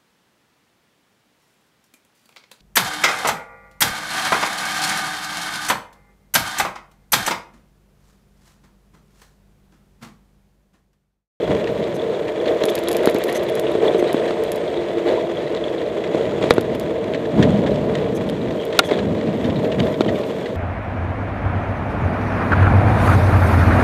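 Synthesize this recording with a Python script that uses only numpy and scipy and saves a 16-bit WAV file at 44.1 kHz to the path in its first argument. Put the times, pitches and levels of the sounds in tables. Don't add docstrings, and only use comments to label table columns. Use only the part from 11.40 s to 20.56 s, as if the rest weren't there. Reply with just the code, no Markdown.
import sys
import numpy as np
from scipy import signal
from scipy.fft import rfft, irfft
from scipy.io import wavfile

SR = 44100
rng = np.random.default_rng(int(sys.argv[2]) if len(sys.argv) > 2 else 0)


def put_to_file(sound):
    columns = np.atleast_2d(sound).T
    safe = np.clip(columns, -1, 1)
    whole_steps = np.round(safe * 32767)
    wavfile.write(sys.argv[1], SR, whole_steps.astype(np.int16))


N = 403956
TIME = np.arange(N) / SR

# (time [s], frame drumming [dB], chatter [dB])
ROLLING_BED = [(0, -22.5, -35.5), (.81, -23, -37), (1.63, -22, -33.5), (2.17, -21.5, -35),
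               (2.52, -21.5, -35), (4.26, -24, -37), (5.84, -22.5, -38.5), (6.15, -23, -38),
               (7.02, -24.5, -38), (8.4, -25, -38), (9.16, -25.5, -37)]
# (time [s], length [s], extra drumming [dB], extra chatter [dB])
ROUGH_PATCHES = [(0.083, 0.067, 4, 4), (1.069, 0.049, 6.5, 2.5), (1.21, 0.067, 4.5, 2.5),
                 (1.473, 0.2, 3, 1.5), (1.867, 0.055, 2, 1.5), (2.421, 0.074, 7.5, 3.5),
                 (2.675, 0.25, 1.5, 2.5), (3.659, 0.069, 6.5, 4), (4.74, 0.13, 2.5, 3),
                 (5.018, 0.094, 2.5, 6.5), (5.978, 0.12, 5, 5.5), (6.233, 0.082, 2.5, 2.5),
                 (6.5, 0.13, 2.5, 2), (7.35, 0.045, 0, 7), (7.49, 0.092, 5, 4.5), (8.033, 0.057, 2.5, 2),
                 (8.238, 0.094, 4.5, -1), (8.389, 0.11, 5, 2), (8.666, 0.15, 3.5, 1.5)]
# (frequency [Hz], level [dB])
FRAME_EQ = [(20, -61), (45, -32), (68, -15), (115, -33.5), (280, -9), (350, 0), (420, -3), (530, -1),
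            (640, -4.5), (710, -8), (800, -19.5), (1000, -21.5), (1300, -27), (2000, -26.5), (5000, -56.5)]
# (frequency [Hz], width [Hz], boost [dB])
FRAME_PEAKS = [(413, 9.9, 5.5), (453.7, 61, 10), (588.8, 17.2, 7), (629.6, 31.4, 9), (1004, 69, 4)]
# (frequency [Hz], level [dB])
CASING_EQ = [(400, -31), (620, -4), (740, 1), (860, -4.5), (1020, -5), (1300, -16), (3000, -47)]
# (frequency [Hz], level [dB])
CHATTER_EQ = [(100, -89), (300, 5), (900, 11.5), (1400, 3.5), (1650, 3.5), (2600, 1), (3000, 0.5),
              (4100, -3), (5100, -12.5), (7200, -13.5), (9000, -19.5), (14000, -57), (16000, -63)]
# (frequency [Hz], width [Hz], boost [dB])
PART_PEAKS = [(1890, 240, 2.5), (3360, 890, 2.5)]
# (pitch [Hz], level [dB], t60 [s])
FITTING_MODES = [(1730, -21, 0.023), (2006, -13, 0.015), (2560, -18.5, 0.015), (3120, -20.5, 0.011),
                 (3425, -17, 0.013), (3870, -15.5, 0.0089)]
# (time [s], pitch [Hz], level [dB])
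TREAD_NOTE = [(0, 342, -35.5), (.7, 341.4, -37.5), (1.7, 348.5, -27), (2.2, 351.4, -35), (2.6, 348.1, -24),
              (3.2, 347.3, -33), (3.7, 344, -27.5), (4.6, 334.4, -35), (7.2, 336.5, -38),
              (9.16, 344.5, -58)]

# (time [s], level [dB])
BREEZE_LEVEL = [(0, -29.5), (.5, -31.5), (.8, -36.5), (2.7, -34), (4.3, -36), (5.2, -26.5), (5.6, -29.5),
                (6.9, -23.5), (7.3, -33), (7.9, -24), (9.16, -31)]
# (peak time [s], level [dB], fade [s])
GUST_CUES = [(0.11, -22.5, 0.092), (5.965, -19, 0.03), (5.992, -13.5, 0.26), (6.27, -18.5, 0.2),
             (7.1, -23.5, 0.062), (7.65, -21.5, 0.26), (8.07, -19, 0.23), (8.41, -17.5, 0.068),
             (8.7, -20.5, 0.056)]
# (frequency [Hz], level [dB])
WIND_EQ = [(20, -54), (38, -38), (60, -11.5), (95, -5.5), (140, -0.5), (210, 1.5), (300, -2.5), (450, -17),
           (800, -20), (3000, -54), (9000, -106)]
# (frequency [Hz], width [Hz], boost [dB])
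HOUSING_PEAKS = [(645, 42, 10)]

# (time [s], level [dB])
CRACKLE_LEVEL = [(0, -62), (4.2, -67), (5.8, -69), (6.8, -64), (7.9, -64), (8.65, -58), (9.16, -62)]
# (frequency [Hz], level [dB])
CRACKLE_EQ = [(2000, -16), (5000, -1), (8000, -3), (9500, -7), (14000, -3), (15000, -22)]
# (time [s], peak [dB], pitch [Hz])
PING_CUES = [(.5965, -26, 3400), (.620, -29, 3560), (1.0016, -27, 3360), (1.0832, -23, 3520),
             (2.4795, -20, 3400), (2.4822, -19, 3460), (3.3421, -27, 3310), (3.9489, -34, 3400),
             (3.9709, -24, 3290), (4.1729, -29, 3600), (4.2398, -21, 3360), (4.2815, -27, 3390),
             (7.0155, -32, 3800), (8.6472, -29, 3320), (8.6802, -24, 3040)]
# (time [s], peak [dB], pitch [Hz], t60 [s])
CLICK_CUES = [(.150, -22, 3400, .008), (.243, -23, 3700, .008), (.441, -23, 3600, .008),
              (1.2372, -11.5, 3570, 0.0089), (4.149, -22, 1500, .008), (5.6428, -25, 3400, .006),
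              (5.7372, -15.5, 3100, 0.0054), (6.0267, -10.5, 1800, .02), (6.0311, -14, 3400, .01),
              (6.359, -23, 3600, .007), (6.5541, -18, 2200, .008), (6.8907, -21, 3600, .007),
              (6.8977, -18, 3200, .008), (7.4895, -26, 3250, .008), (8.4034, -13, 2970, .01)]
# (frequency [Hz], level [dB])
CLICK_EQ = [(400, -30), (1500, 5), (3800, 5.5), (5500, -7), (8000, -10), (10000, -36), (15000, -38)]
CLICKS_FROM_S = 4.6

# (time [s], peak [dB], length [s], pitch [Hz])
CLACK_CUES = [(0.272, -21.5, 0.0075, 1980), (0.881, -23, .004, 1850), (1.057, -21, 0.0077, 4300),
              (1.077, -21, 0.014, 1860), (1.285, -18, 0.01, 3560), (1.378, -20, 0.0048, 2600),
              (1.547, -19.5, 0.0043, 2370), (1.684, -18.5, 0.011, 2080), (1.761, -22, 0.0045, 2190),
              (1.818, -22, .003, 2200), (1.888, -19, 0.014, 1960), (1.953, -20, 0.016, 2000),
              (2.084, -23, 0.011, 3570), (2.878, -20, 0.013, 1740), (4.416, -26, 0.007, 1890),
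              (4.639, -22, 0.0058, 1970), (5.026, -17.5, 0.0039, 2090), (5.117, -19, 0.0019, 1900),
              (5.746, -18.5, 0.0097, 1906), (5.854, -23.5, 0.0052, 1700), (6.032, -16, 0.0084, 1780),
              (6.264, -21.5, 0.013, 1700), (6.551, -20, 0.0053, 2040), (7.108, -25, 0.0055, 1930),
              (7.327, -20, 0.0079, 1710), (7.511, -21.5, 0.014, 2070), (7.589, -20, 0.0057, 1720),
              (7.811, -23, 0.0034, 1870), (8.011, -27, 0.0031, 1970), (8.244, -22, 0.013, 2630),
              (8.319, -22.5, 0.01, 2780), (8.394, -22, 0.006, 3600), (8.616, -19.5, 0.0028, 3360),
              (8.686, -19.5, 0.012, 1920), (8.984, -27, 0.0057, 1780), (9.059, -23, 0.0084, 1950)]
# (frequency [Hz], level [dB])
CLACK_EQ = [(100, -81), (300, -1), (900, 11), (1400, -2), (1650, 4.5), (2600, 1), (4100, -0.5), (5100, -13),
            (7200, -15), (9000, -27), (14000, -52)]
# (time [s], level [dB], length [s])
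SCRAPE_CUES = [(0.556, -46, 0.028), (1.297, -44, 0.023), (1.965, -35.5, 0.033), (2.595, -46, 0.033),
               (6.763, -43.5, 0.029), (7.462, -44, 0.036)]
# (frequency [Hz], level [dB])
SCRAPE_EQ = [(3000, -19), (5500, -4), (6500, -2), (9000, -7), (12500, -6), (13500, -13), (14500, -24)]
# (frequency [Hz], width [Hz], boost [dB])
SCRAPE_PEAKS = [(6220, 330, 11), (9650, 260, 9)]
# (time [s], level [dB])
TICK_CUES = [(1.238, -25), (1.255, -12), (1.299, -18), (1.3535, -10.5), (1.389, -17), (1.437, -22),
             (1.486, -8), (1.516, -12), (1.530, -12), (1.549, -26), (1.568, -10), (1.658, -8.5),
             (1.698, -18), (1.711, -24), (1.746, -16.5), (1.786, -21), (1.839, -10.5), (1.897, -21),
             (1.927, -16), (2.099, -24), (2.154, -17), (2.197, -13), (2.317, -27), (2.730, -16),
             (3.038, -20), (3.119, -12), (3.160, -21), (5.104, -20), (5.139, -20), (5.210, -20),
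             (5.351, -27), (5.398, -17), (6.8895, -33), (6.898, -27), (7.253, -23)]
# (frequency [Hz], level [dB])
TICK_EQ = [(500, -24), (2000, 1), (5300, -0.5), (6100, -6.5), (7000, 0), (7900, -5), (8500, -9), (9100, -9),
           (9600, 1), (12200, -2.5), (14800, -7), (16000, -20.5)]

# (time [s], thud [dB], hard contact [dB], thud pitch [Hz])
BUMP_CUES = [(1.240, -6, -34, 408), (1.643, -8, -39, 488), (1.673, 0.5, -13, 395), (1.7478, -6, -21, 350),
             (2.352, -6, -40, 450), (2.436, -15, -39, 471), (2.547, -7.5, -22, 442.6),
             (2.6261, -4, -33, 388), (2.744, -6, -25, 310), (2.908, -9, -21, 450), (4.9205, -13, -27, 430),
             (3.678, -12, -33, 444), (4.747, -7.5, -36, 358), (5.015, -7.5, -32, 460),
             (5.041, -4, -27, 443), (5.1076, 8.5, 1, 482), (5.1811, 0.2, -13.5, 407),
             (7.5126, -7, -17.5, 436), (7.5195, -5.5, -28, 400), (8.6080, 0, -13.5, 390),
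             (8.662, -7, -24, 357)]
# (pitch [Hz], level [dB], t60 [s])
MOUNT_MODES = [(320, -25, 0.017), (526, -14.5, 0.012), (630, -23, 0.038)]
# (time [s], peak [dB], length [s])
GRAVEL_CUES = [(1.473, -18, 0.035), (2.267, -21, 0.018), (2.539, -21, .014), (2.673, -20.5, 0.018),
               (3.678, -19, 0.018), (3.277, -24, 0.011), (7.531, -20, 0.034), (7.788, -35, 0.013),
               (7.869, -26.5, 0.027), (7.942, -29, 0.028), (8.043, -23, .025), (8.1, -23, 0.014),
               (8.158, -25, 0.031), (8.401, -13.5, .006), (8.43, -28, 0.018), (8.464, -19, 0.016),
               (8.541, -21, 0.017), (8.749, -24, 0.021), (8.833, -27, .015)]
# (time [s], length [s], pitch [Hz], bandwidth [Hz], level [dB])
INSECT_CUES = [(2.7, 1.4, 8300, 900, -60), (4.92, .65, 6900, 900, -61)]
# (time [s], length [s], pitch [Hz], glide [Hz/s], level [dB])
SQUEAK_CUES = [(3.782, 0.016, 977, -4, -25), (6.12, 0.043, 3230, -1500, -41),
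               (7.21, 0.069, 3160, -1500, -41), (7.462, 0.034, 3300, -1500, -37)]
# (pitch [Hz], level [dB], t60 [s])
SNAP_RING = [(296, -4, 0.05), (463, 0, 0.033), (607, -8, 0.035), (774, -2, 0.038), (954, -7, 0.031),
             (1150, -3, 0.033), (1260, -2, .02), (1394, 6, 0.037), (1520, -4, .02), (1780, -1, 0.025),
             (2160, -1.5, 0.032), (2436, -1, 0.024), (2820, 0, 0.026), (3020, -4, 0.026), (3490, 2, 0.017),
             (3760, 3.5, 0.023), (4280, 6, 0.0087), (5300, -3, .01), (6240, -3.5, 0.0091)]


def gain(db):
    return 10 ** (np.asarray(db) / 20)


def unit_rms(x):
    return x / np.sqrt(np.mean(x ** 2) + 1e-20)


def unit_peak(x):
    return x / abs(x).max()


def automation(rows, column=1):
    rows = np.asarray(rows)
    return np.interp(TIME, rows[:, 0], rows[:, column])


def place(mix, at, sound):
    part = mix[max(round(at * SR), 0):][:len(sound)]
    part += sound[:len(part)]


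def eq(points, peaks=(), size=8192):
    hz = abs(np.fft.fftfreq(size, 1 / SR))
    point_hz, point_db = np.transpose(points)
    db = np.interp(np.log(hz + 1), np.log(point_hz), point_db)
    for centre, width, boost in peaks:
        db = db + boost / (1 + (2 * (hz - centre) / width) ** 2)
    spectrum = np.exp(np.conj(signal.hilbert(np.log(gain(db)))))
    return unit_peak(np.fft.ifft(spectrum).real[:size // 2])


def through(x, impulse):
    return signal.oaconvolve(x, impulse)[:len(x)]


def low_cut(x, hz):
    return signal.sosfilt(signal.butter(3, hz, "highpass", fs=SR, output="sos"), x)


def wander(rate_hz, size=16384):
    hz = np.fft.rfftfreq(size, N / SR / size)
    slow = irfft(rfft(rng.standard_normal(size)) / (1 + (hz / rate_hz) ** 4))
    return unit_rms(np.interp(TIME, np.linspace(0, N / SR, size), slow))


def swell(at, rise_s, hold_s, fade_s):
    attack = (np.minimum(TIME - at, 0) / rise_s) ** 2
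    release = np.maximum(TIME - at - hold_s, 0) / max(fade_s, 1 / SR)
    return np.exp(-attack - release)


def impacts(per_s, spread_db):
    force = gain(spread_db * np.minimum(rng.exponential(1, N), 4))
    return unit_rms(force * rng.choice([-1, 1], N) * (rng.random(N) < per_s / SR))


def scatter(start, end, per_s, db, hz, spread):
    draws = rng.random((round(per_s * (end - start)), 3))
    return [(start + when * (end - start), db + 3 * (2 * force - 1), hz * (1 + spread * (2 * pitch - 1)))
            for when, force, pitch in draws]


def ring(modes, size=6000):
    t = np.arange(size) / SR
    return unit_peak(sum(gain(db) * np.exp(-np.log(1000) * t / t60) * np.sin(2 * np.pi * hz * t)
                         for hz, db, t60 in modes))


def crunch(decay_s, tone, size=5000):
    t = np.arange(size) / SR
    burst = rng.standard_normal(size) * np.exp(-t / max(decay_s, 1 / SR))
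    return unit_peak(through(burst, tone))


def roughness(column):
    return sum(patch[column] * swell(patch[0], rise_s=0.0053, hold_s=patch[1], fade_s=0.037)
               for patch in ROUGH_PATCHES)


def frame_drumming(rough_db, detune=0.015, casing_db=-24.5, casing_growth=1.8):
    road = impacts(per_s=1500, spread_db=1.5)
    flex = np.clip(wander(rate_hz=2.4), -1, 1)
    body = np.zeros(N)
    for side in (-1, 0, 1):
        peaks = [(hz * (1 + side * detune), width, boost) for hz, width, boost in FRAME_PEAKS]
        blend = np.maximum(1 - abs(flex - side), 0)
        body += blend * unit_rms(through(road, eq(FRAME_EQ, peaks)))
    casing = unit_rms(through(impacts(per_s=700, spread_db=1.5), eq(CASING_EQ)))
    bark = gain(casing_db + casing_growth * rough_db) * casing
    return gain(automation(ROLLING_BED)) * (gain(rough_db) * unit_rms(body) + bark)


def chatter(rough_db):
    clusters = unit_rms(through(impacts(per_s=280, spread_db=3), crunch(0.002, [1], size=900)))
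    drive = (gain(-4) * clusters + rng.standard_normal(N)) * gain(1.5 * wander(rate_hz=50))
    hiss = unit_rms(through(drive, eq(CHATTER_EQ, PART_PEAKS)))
    pings = np.zeros(N)
    for hz, db, t60 in FITTING_MODES:
        hits = impacts(per_s=70, spread_db=2.8)
        pings += gain(db) * unit_rms(through(hits, ring([(hz, 0, t60)], size=2000)))
    pings *= unit_rms(np.sqrt(gain(automation(TREAD_NOTE, 2))))
    pings *= gain(-2.5 + 2.5 * wander(rate_hz=20))
    return gain(automation(ROLLING_BED, 2) + rough_db) * unit_rms(hiss + pings)


def tread_hum(octave_db=-9):
    cycles = np.cumsum(automation(TREAD_NOTE) + 4 * wander(rate_hz=18)) / SR
    flutter = gain(2.4 * wander(rate_hz=10) + 2 * wander(rate_hz=55))
    note = unit_rms(np.sin(2 * np.pi * cycles) * flutter)
    octave = np.sin(2 * np.pi * (2 * cycles + 0.18 * wander(rate_hz=37)))
    rasp = unit_rms(octave * gain(3 * wander(rate_hz=29)))
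    return gain(automation(TREAD_NOTE, 2)) * (note + gain(octave_db) * rasp)


def wind(rise_s=0.034):
    gust_power = sum((gain(db) * swell(at, rise_s, 0, fade)) ** 2 for at, db, fade in GUST_CUES)
    level = np.sqrt(gain(automation(BREEZE_LEVEL)) ** 2 + gust_power)
    eddies = rng.standard_normal(N) * gain(0.92 * wander(rate_hz=22))
    rumble = through(eddies, eq(WIND_EQ, HOUSING_PEAKS))
    return level * unit_rms(low_cut(rumble, hz=50))


def high_crackle():
    flurries = impacts(per_s=500, spread_db=0) * gain(2.7 * wander(rate_hz=14))
    return gain(automation(CRACKLE_LEVEL)) * unit_rms(through(flurries, eq(CRACKLE_EQ)))


def stone_pings(t60=0.016, rise_s=0.0006, size=2000):
    out, t = np.zeros(N), np.arange(size) / SR
    attack = 1 - np.exp(-(t / rise_s) ** 2)
    soft = scatter(0, CLICKS_FROM_S, per_s=6, db=-31.5, hz=3510, spread=0.093)
    for at, db, hz in PING_CUES + soft:
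        place(out, at, gain(db) * unit_peak(ring([(hz, 0, t60)], size) * attack))
    return out


def stone_clicks(ring_db=-3, soft_t60=0.005, size=2000):
    out, tone = np.zeros(N), eq(CLICK_EQ)
    soft = scatter(CLICKS_FROM_S, N / SR, per_s=9, db=-29.5, hz=3300, spread=0.4)
    for at, db, hz, t60 in CLICK_CUES + [(*cue, soft_t60) for cue in soft]:
        crack = crunch(t60 / np.log(1000), tone, size)
        tail = gain(ring_db) * ring([(hz, 0, t60)], size)
        place(out, at, gain(db) * unit_peak(crack + tail))
    return out


def soft_clacks(per_s=2.7, db=-30, spread_db=6, length_s=0.00297):
    cues = []
    for when, force, length, part in rng.random((round(per_s * N / SR), 4)):
        hz = PART_PEAKS[int(part * len(PART_PEAKS))][0]
        cues.append((when * N / SR, db + spread_db * (2 * force - 1), length_s * (0.5 + length), hz))
    return cues


def clacks(width_hz=400, boost_db=8, size=4000):
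    out, t = np.zeros(N), np.arange(size) / SR
    for at, db, length, hz in CLACK_CUES + soft_clacks():
        age = 2 * t / max(length, 1 / SR)
        burst = rng.standard_normal(size) * age * np.exp(-age)
        tone = eq(CLACK_EQ, [(hz, width_hz, boost_db)] + PART_PEAKS)
        buzz = low_cut(through(burst, tone), hz=1210)
        place(out, at - length / 4, gain(db) * unit_peak(buzz))
    return out


def grit_scrapes():
    level = sum(gain(db) * np.exp(-(2 * (TIME - at) / length) ** 4) for at, db, length in SCRAPE_CUES)
    grains = impacts(per_s=2500, spread_db=2)
    return level * unit_rms(through(grains, eq(SCRAPE_EQ, SCRAPE_PEAKS)))


def metal_ticks(ring_hz=12200, spread=0.18, bounce_s=0.0048, bounce_db=-10, tail_hiss_db=-30):
    out = np.zeros(N)
    featured = [(at, db, ring_hz * (1 + spread * rng.uniform(-1, 1))) for at, db in TICK_CUES]
    rattle = scatter(1.22, 2.22, per_s=16, db=-29, hz=ring_hz, spread=spread)
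    for at, db, hz in featured + rattle:
        tone = eq(TICK_EQ, [(hz, 1500, 5)])
        fuzz = gain(-16) * crunch(0.002, tone, size=len(tone))
        tick = tone + fuzz
        place(out, at, gain(db) * tick)
        gaps = bounce_s * rng.uniform(0.75, 1.0) * 0.6 ** np.arange(3)
        for bounce, delay in enumerate(np.cumsum(gaps), 1):
            place(out, at + delay, gain(db + bounce * bounce_db + 3.4 * rng.standard_normal()) * tick)
        place(out, at, gain(db + tail_hiss_db) * crunch(0.032, tone))
    return out


def mount_thud(hz, t60=0.018):
    return unit_peak(low_cut(ring([(hz, 0, t60)] + MOUNT_MODES), hz=175))


def mount_knocks(flex_db=-21):
    out = np.zeros(N)
    crack_tone = eq([(400, -8), (1000, 0), (1400, 13), (1800, 3), (2150, 5), (2800, -6), (3800, 6),
                     (5000, -9), (8000, -23), (14000, -37)])
    for at, thud_db, contact_db, hz in BUMP_CUES:
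        place(out, at - 0.0003, gain(contact_db) * crunch(0.0026, crack_tone))
        place(out, at + 0.00032, gain(thud_db) * mount_thud(hz))
        place(out, at, gain(contact_db + flex_db) * ring([(85, 0, 0.036)]))
    return out


def gravel(stones_per_s=600, size=6000):
    out, t = np.zeros(N), np.arange(size) / SR
    tone = eq([(500, -21), (1200, -5), (1900, 8), (2600, 3.5), (3700, 7.5), (5000, -11), (7500, -26),
               (10000, -28), (15000, -46)])
    for at, db, length in GRAVEL_CUES:
        stones = rng.standard_normal(size) * (rng.random(size) < stones_per_s / SR)
        stones *= np.exp(-(t / length) ** 2)
        stones[0] = 1
        crackle = through(stones, crunch(0.00071, tone, size=600))
        place(out, at, gain(db) * unit_peak(crackle))
    return out


def insects():
    out = np.zeros(N)
    for at, length, hz, width, db in INSECT_CUES:
        trill = unit_rms(wander(rate_hz=width / 2) * np.sin(2 * np.pi * hz * TIME))
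        out += gain(db) * np.exp(-(2 * (TIME - at) / length) ** 2) * trill
    return out


def squeaks():
    out = np.zeros(N)
    waver = 0.035 * wander(rate_hz=450)
    flutter = unit_rms(gain(4 * wander(rate_hz=180)))
    for at, length, hz, glide, db in SQUEAK_CUES:
        near = abs(TIME - at) < 2 * length
        t = TIME[near] - at
        cycles = np.cumsum(hz * (1 + waver[near]) + glide * t) / SR
        envelope = gain(db) * np.exp(-(2 * t / length) ** 2)
        out[near] += envelope * np.sqrt(2) * np.sin(2 * np.pi * cycles)
    return out * flutter


def frame_snap(at=7.3906, ring_db=7.5, thud_db=1):
    out = np.zeros(N)
    clang = sum((-1) ** k * gain(db) * ring([(hz, 0, t60)]) for k, (hz, db, t60) in enumerate(SNAP_RING))
    crack_tone = eq([(300, 1), (800, 1), (1300, 9), (3800, 1), (5500, -2), (9000, -2.5), (12000, -14),
                     (14500, -29)])
    place(out, at, gain(ring_db) * unit_peak(clang))
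    place(out, at, crunch(0.0028, crack_tone))
    place(out, at, gain(thud_db) * mount_thud(hz=417))
    return low_cut(out, hz=270)


def scene():
    uneven_db = 0.5 * wander(rate_hz=23)
    rolling = frame_drumming(roughness(2) + uneven_db) + chatter(roughness(3) + uneven_db) + tread_hum()
    bed = rolling + high_crackle()
    stones = grit_scrapes() + gravel() + stone_pings() + stone_clicks()
    loose_parts = mount_knocks() + clacks() + frame_snap() + metal_ticks() + squeaks()
    return (bed + stones + loose_parts + wind() + insects())[None]


def record(dry):
    high_cut = signal.firwin(255, 15300, window=("kaiser", 8), fs=SR)
    return signal.oaconvolve(np.clip(dry, -1, 1), high_cut[None], "same")


dry = scene()
out = record(dry)
put_to_file(out)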